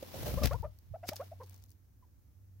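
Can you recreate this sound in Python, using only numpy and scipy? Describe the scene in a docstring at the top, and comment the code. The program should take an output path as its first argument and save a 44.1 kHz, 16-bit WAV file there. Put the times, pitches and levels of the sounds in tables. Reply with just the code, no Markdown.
"""Over a faint woodland hiss and a low wavering hum, a hornbill flies in past the microphone.
Its wing strokes swish as band-shaped noise, and soft puffs of noise are its downwash on the microphone.
It lands with slaps and thumps on a seed-strewn stump where another feeds; the birds cluck in gliding tones.
Then it hops with one more flap and grainy scuffs, and seeds tick under its feet as tiny ringing cracks.
The hum swells around the hop, sinks, and swells again at the end."""
import sys
import numpy as np
from scipy import signal
from scipy.fft import rfft, irfft
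from scipy.io import wavfile
from scipy.ndimage import uniform_filter1d

SR = 44100
rng = np.random.default_rng(int(sys.argv[2]) if len(sys.argv) > 2 else 0)


def pcm_store(signal):
    """Save signal as 16-bit PCM."""
    levels = np.round(np.clip(np.atleast_2d(signal), -1, 1) * 32767)
    wavfile.write(sys.argv[1], SR, levels.astype(np.int16).T)


N = 114660
T = np.arange(N) / SR  # time in seconds

# Every COLOUR table draws a noise spectrum. Each row: frequency in Hz, level in dB.

# Low hum swelling and sinking. Each row: time in seconds, level in dB.
HUM_LEVEL = [(0, -62), (.82, -66.5), (.95, -56), (1.15, -53.5), (1.45, -52.5), (1.62, -58.5), (1.75, -64),
             (1.97, -70), (2.27, -68.5), (2.43, -58.5), (2.6, -54.5)]
HUM_HZ, HUM_WAVER_SHARE, HUM_OCTAVE_DB = 95.5, 0.015, -23
# Woodland hiss, then low rumble.
AIR_COLOUR = [(130, -2.5), (280, -20.5), (450, -11), (1000, -19.5), (1500, -19.5), (3500, -30.5),
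              (6000, -22), (8500, -28.5), (14000, -19)]
RUMBLE_COLOUR = [(20, -41), (40, -11.5), (63, 3), (100, -0.5), (160, -16.5), (300, -18.5), (800, -60.5)]
AIR_DB, RUMBLE_DB = -75, -62.5
ECHO_DB, ECHO_T60_S, ECHO_CUT_HZ = -19.5, 0.17, 5200

# Seeds and claws ticking on wood. Each row: start in seconds, peak in dB before panning,
# left-right difference in dB, ring in Hz.
TICKS = [(0.622, -42.5, 1, 5300), (0.788, -38.5, -6.5, 5100), (1.159, -32, 12, 10870),
         (1.496, -39.5, 17, 7500), (1.544, -38.5, 3, 6900), (1.639, -41, 8, 4600), (1.705, -47.5, 10, 9800)]
TICK_COLOUR = [(1000, -15), (2500, -17), (4500, 2.5), (6500, 1.5), (9000, -5), (15000, 9.5)]
TICK_DECAY_S, TICK_RING_DB, TICK_RING_Q = 0.0008, 4.5, 2.8
# Stretch in which the small ticks scatter: first and last moment in seconds.
SCATTER_SPAN_S = (1.46, 1.74)
SCATTER_PER_S, SCATTER_DB, SCATTER_SPREAD_DB = 170, -55, 6

# Scuffs during the hop. 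Each row: peak time in seconds, rise in seconds, decay in seconds, level in dB.
SCUFFS = [(1.089, .011, 0.0099, -40.5), (1.134, 0.0011, 0.0017, -45.5), (1.164, 0.0033, 0.0074, -42.5),
          (1.438, 0.0046, 0.0081, -59)]
SCUFF_COLOUR = [(700, -12), (2500, -8.5), (5500, 2), (8500, -8), (14000, -6.5)]
SCUFF_GRAIN_DB, SCUFF_GRAIN_HZ = 4, 600

# Downwash puffs. Each row: peak time in seconds, rise in seconds, decay in seconds,
# level in dB before filtering and panning, left-right difference in dB.
GUSTS = [(0.223, 0.034, 0.02, -40, 2), (.32, 0.09, 0.053, -36.5, -2), (0.37, 0.011, 0.004, -30, 18),
         (0.443, 0.018, 0.011, -32.5, 23), (0.468, 0.0058, 0.0038, -36.5, 33),
         (0.553, 0.06, 0.011, -39, 26), (0.598, 0.0023, 0.0057, -34, 24), (0.643, 0.011, 0.037, -39, 8),
         (0.912, 0.022, 0.015, -42, -13)]
GUST_COLOUR = [(35, -12.5), (70, 2), (100, -5.5), (160, -3.5), (400, -37)]
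# Band of the first puff; stronger ones reach higher.
GUST_LOW_HZ, GUST_TOP_HZ, GUST_HZ_PER_DB = 36.7, 127, 4

# Rustle of the plumage. Each row: time in seconds, level in dB.
RUSTLE_LEVEL = [(0, -54.5), (.11, -53.5), (.19, -47), (.29, -48.5), (.40, -48), (.52, -53.5), (.60, -60.5),
                (.70, -73.5), (1.03, -73.5), (1.08, -64), (1.21, -57), (1.36, -69.5), (1.54, -64.5),
                (1.72, -79), (1.82, -83)]
RUSTLE_COLOUR = [(250, -3.5), (550, -12), (800, -11), (1400, -18), (5500, -19), (8200, -27), (12000, -20),
                 (15500, -18.5)]
# Wing strokes through the air. Each row: peak time in seconds, rise in seconds, decay in seconds,
# swish in dB, flutter in dB.
STROKES = [(0.028, 0.0012, 0.0035, -50, -34.5), (0.143, 0.0045, 0.042, -59.5, -45),
           (.231, .002, 0.0036, -44.5, -41), (0.265, 0.006, 0.041, -42, -38)]
FLUTTER_COLOUR = [(150, 0.5), (350, -5.5), (550, 7), (800, -10.5), (1300, -28), (3000, -47)]
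# Feathers slapping and brushing. Each row: peak time in seconds, rise in seconds, decay in seconds,
# swish in dB, thump in dB.
SLAPS = [(0.342, 0.0013, 0.0017, -47, -29.5), (0.417, 0.0034, 0.0067, -62, -33.5),
         (0.436, .003, 0.017, -32.5, -33), (0.458, 0.003, 0.0028, -29, -29),
         (0.472, 0.001, 0.0055, -36, -49.5), (0.533, 0.00063, 0.0024, -41.5, -64),
         (1.0892, 0.0002, 0.0033, -26.5, -31.5)]
SLAP_COLOUR = [(200, -16.5), (500, 10.5), (1000, -1.5), (2000, 4.5), (3200, 0.5), (5500, 2.5), (8500, -10),
               (12000, -3.5), (16000, -3)]
THUMP_COLOUR = [(60, -9), (130, 1.5), (250, 10), (370, -4.5), (500, -5.5), (800, -11), (2000, -42.5)]
FEATHER_PAN_DB, THUMP_PAN_DB = 0.5, 5
FEATHER_GRAIN_DB, FEATHER_GRAIN_HZ = 1.5, 510
FEATHER_LUMP_DB, FEATHER_LUMP_HZ = 1.2, 90

# Clucks. Each row: start in seconds, length in seconds, opening pitch in Hz, top pitch in Hz,
# place of the top from 0 to 1, lateness of the glide as a power, level in dB before the loudness curve,
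# octave in dB and hoarseness in dB, both at full effort.
CLUCKS = [(.371, 0.044, 523, 597, 0.62, 1.18, -38.5, -7.5, 1.5),
          (0.417, 0.053, 544, 618.5, 0.17, 0.86, -37.5, -6.5, -6),
          (.507, 0.045, 520, 721, 0.73, 1.124, -38, -5, 3.5),
          (0.538, 0.034, 454, 527, 0.81, 1.28, -46.5, 4.5, 4.5),
          (0.626, 0.033, 421, 498, 0.48, 1.34, -50.5, 7, 8.5),
          (0.64, 0.037, 588, 657, 0.71, 1.65, -39.5, -12, -2),
          (0.937, .038, 632, 762, 0.64, 3.4, -41.5, -22, -8.5),
          (1.029, 0.038, 650, 728, 0.64, 1.35, -43.5, -19, 4.5),
          (1.115, 0.0343, 605, 880, 0.63, 3.7, -41, -19.5, -4),
          (1.195, 0.043, 521.3, 758, 0.79, 1.57, -39, -10, -0.5),
          (1.315, 0.026, 648, 720, 0.7, 3, -44.5, -37, -5.5),
          (1.399, 0.054, 471.7, 530, 0.35, 3.6, -51, -0.5, 5),
          (2.022, 0.038, 1090, 980, 0.53, 0.94, -67, -23, -2)]
# Partials above the octave. 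Each row: multiple of the pitch, level in dB before hoarseness.
OVERTONES = [(3, -26.5), (4, -31)]
RASP_COLOUR = [(800, 5), (2200, -15), (6000, -36)]
RASP_DB = -21.5  # before hoarseness
CLUCK_ATTACK_S, CLUCK_RELEASE_SHARE = 0.006, 0.7
CLUCK_FALL_SHARE, CLUCK_JITTER_SHARE = 0.4, 0.025  # of the pitch

CUTOFF_HZ = 16000


def from_db(db):
    """Decibels to gain."""
    return 10 ** (np.asarray(db) / 20)


def rms_one(x):
    """Scale to unit power."""
    return x / np.sqrt(np.mean(x ** 2) + 1e-20)


def level(rows):
    """Gain over time, gliding in dB from point to point."""
    return from_db(np.interp(T, *np.transpose(rows)))


def pan(db):
    """Left and right gains for a level difference; positive leans left."""
    return from_db(np.array([[db], [-db]]) / 2)


def drift(rate_hz):
    """Smooth random wander of spread 1: white noise through two equal one-pole lowpasses."""
    r = np.exp(-2 * np.pi * rate_hz / SR)
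    wander = signal.lfilter([1], [1, -2 * r, r * r], rng.standard_normal(N + SR))
    return rms_one(wander[SR:])  # the first second lets the filter settle


def noise(colour, alike):
    """Stereo noise of a given spectrum; alike runs from 0 (unrelated sides) to 1 (mono)."""
    hz, db = np.transpose(colour)
    f = np.arange(N // 2 + 1) * SR / N + 1
    gain = from_db(np.interp(np.log(f), np.log(hz), db))
    gain = gain * np.minimum(f / hz[0], 1) ** 2  # roll off below the first point
    mid, side = irfft(rfft(rng.standard_normal((2, N))) * gain, N)
    return rms_one(np.sqrt(1 + alike) * mid + np.sqrt(1 - alike) * side * [[1], [-1]])


def evened(x, window_s):
    """Take the slow swings out of a noise, so that an envelope alone shapes it."""
    power = uniform_filter1d(abs(signal.hilbert(x)) ** 2, int(window_s * SR))
    return rms_one(x / np.sqrt(power + 1e-3))


def burst(peak_s, rise_s, decay_s):
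    """Envelope that swells exponentially to a peak and dies away."""
    steps = np.maximum((peak_s - T) / rise_s, (T - peak_s) / decay_s)
    return np.exp(-np.minimum(steps, 40))


def background():
    """A low hum whose pitch wavers at random, over faint rumble and hiss."""
    hz = HUM_HZ * (1 + HUM_WAVER_SHARE * drift(3.08))
    phase = 2 * np.pi * np.cumsum(hz) / SR
    tone = np.sin(phase) + from_db(HUM_OCTAVE_DB) * np.sin(2 * phase)
    hum = np.sqrt(2) * level(HUM_LEVEL) * tone
    hiss = from_db(AIR_DB) * noise(AIR_COLOUR, alike=0.08) * pan(-1.0)
    rumble = from_db(RUMBLE_DB) * noise(RUMBLE_COLOUR, alike=0.59) * pan(-3.5)
    return hum + hiss + rumble


def woodland(x):
    """A thin, dull tail scattered back by the trunks, made of decaying noise."""
    tail = rng.standard_normal((2, SR)) * from_db(-60 * T[:SR] / ECHO_T60_S)
    tail = signal.sosfilt(signal.butter(1, ECHO_CUT_HZ, fs=SR, output="sos"), tail)
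    echo = signal.fftconvolve(x, rms_one(tail) / np.sqrt(SR), axes=1)[:, :N]
    return from_db(ECHO_DB) * echo


def seeds():
    """Sharp dry cracks, each with a brief resonant ring, and a scatter of smaller ones after the hop."""
    first_s, last_s = SCATTER_SPAN_S
    small = []
    for when, loud, side, pitch in rng.random((int(SCATTER_PER_S * (last_s - first_s)), 4)):
        start_s = first_s + when * (last_s - first_s)
        db = SCATTER_DB + SCATTER_SPREAD_DB * (2 * loud - 1)
        small.append((start_s, db, 8 * side, 4000 * 2 ** pitch))
    out, crack = np.zeros((2, N)), noise(TICK_COLOUR, alike=0.12)
    size = SR // 100
    for start_s, db, side_db, ring_hz in list(TICKS) + small:
        i = int(start_s * SR)
        tick = crack[:, i:i + size] * np.exp(-T[:size] / TICK_DECAY_S)
        ring = signal.lfilter(*signal.iirpeak(ring_hz, TICK_RING_Q, fs=SR), tick)
        tick = tick + from_db(TICK_RING_DB) * ring
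        out[:, i:i + size] += from_db(db) * pan(side_db) * tick / abs(tick).max()
    return out


def scuffs():
    """Thin, grainy brushing of feathers and feet over the wood: noise roughened by fast level changes."""
    contact = sum(from_db(db) * burst(s, rise, decay) for s, rise, decay, db in SCUFFS)
    grain = rms_one(from_db(SCUFF_GRAIN_DB * drift(SCUFF_GRAIN_HZ)))
    return contact * grain * noise(SCUFF_COLOUR, alike=0.36)


def downwash():
    """Puffs of air from the wings rumble on the microphone, mostly on one side; gentle ones are duller."""
    air, out = evened(noise(GUST_COLOUR, alike=0.484), window_s=0.045), 0
    first_db = GUSTS[0][3]
    for s, rise, decay, db, side_db in GUSTS:
        top_hz = GUST_TOP_HZ + GUST_HZ_PER_DB * (db - first_db)
        top_hz = np.clip(top_hz, 2 * GUST_LOW_HZ, SR / 100)
        band = signal.butter(3, [GUST_LOW_HZ, top_hz], "band", fs=SR, output="sos")
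        puff = signal.sosfilt(band, burst(s, rise, decay) * air)
        out = out + from_db(db) * pan(side_db) * puff
    return out


def wings():
    """Feathers rub in fine grains of noise; strokes add a hollow flutter, slaps a thump."""
    fine = FEATHER_GRAIN_DB * drift(FEATHER_GRAIN_HZ)
    lumps = FEATHER_LUMP_DB * drift(FEATHER_LUMP_HZ)
    grain = rms_one(from_db(fine + lumps))
    swish, flutter, slap, thump = level(RUSTLE_LEVEL), 0, 0, 0
    for s, rise, decay, swish_db, flutter_db in STROKES:
        stroke = burst(s, rise, decay)
        swish = swish + from_db(swish_db) * stroke
        flutter = flutter + from_db(flutter_db) * stroke
    for s, rise, decay, slap_db, thump_db in SLAPS:
        hit = burst(s, rise, decay)
        slap = slap + from_db(slap_db) * hit
        thump = thump + from_db(thump_db) * hit
    feathers = swish * noise(RUSTLE_COLOUR, alike=0.044) + slap * noise(SLAP_COLOUR, alike=0.37)
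    hollow = flutter * evened(noise(FLUTTER_COLOUR, alike=0.91), window_s=0.017)
    body = thump * evened(noise(THUMP_COLOUR, alike=0.67), window_s=0.0071)
    return grain * feathers * pan(FEATHER_PAN_DB) + hollow + body * pan(THUMP_PAN_DB)


def clucks():
    """Short notes glide to a top pitch and drop as they close, brightest and raspiest while loud."""
    out = np.zeros(N)
    waver = 1 + CLUCK_JITTER_SHARE * drift(160)
    rasp = noise(RASP_COLOUR, alike=0.72)[0]
    for start_s, length_s, opening_hz, top_hz, top, lateness, db, octave_db, hoarse_db in CLUCKS:
        u = (T - start_s) / length_s  # progress through the note, 0 to 1
        on = (u > 0) & (u < 1)
        u = u[on]
        glide = (1 - np.cos(np.pi * np.minimum(u / top, 1) ** lateness)) / 2
        fall = CLUCK_FALL_SHARE * (np.maximum(u - top, 0) / (1 - top)) ** 1.5
        hz = (opening_hz + (top_hz - opening_hz) * glide) * (1 - fall)
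        phase = 2 * np.pi * np.cumsum(hz * waver[on]) / SR
        attack = np.minimum(u * length_s / CLUCK_ATTACK_S, 1)
        effort = attack * np.minimum((1 - u) / CLUCK_RELEASE_SHARE, 1)
        upper = sum(from_db(d) * np.sin(k * phase) for k, d in OVERTONES)
        upper = upper + from_db(RASP_DB) * rasp[on] * (1 + np.cos(phase))  # rasp pulses with the voice
        octave = np.sqrt(effort) * from_db(octave_db) * np.sin(2 * phase)
        tone = np.sin(phase) + octave + effort * from_db(hoarse_db) * upper
        out[on] += np.sqrt(2) * from_db(db) * effort * tone
    return out


def scene():
    """The wood behind, the seeds and downwash, and the birds with their echo."""
    birds = scuffs() + wings() + clucks()
    return background() + seeds() + downwash() + woodland(birds) + birds


def record(dry):
    """A steep elliptic lowpass cuts the top."""
    return signal.sosfilt(signal.ellip(10, .2, 70, CUTOFF_HZ, fs=SR, output="sos"), dry)


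dry = scene()
out = record(dry)
pcm_store(out)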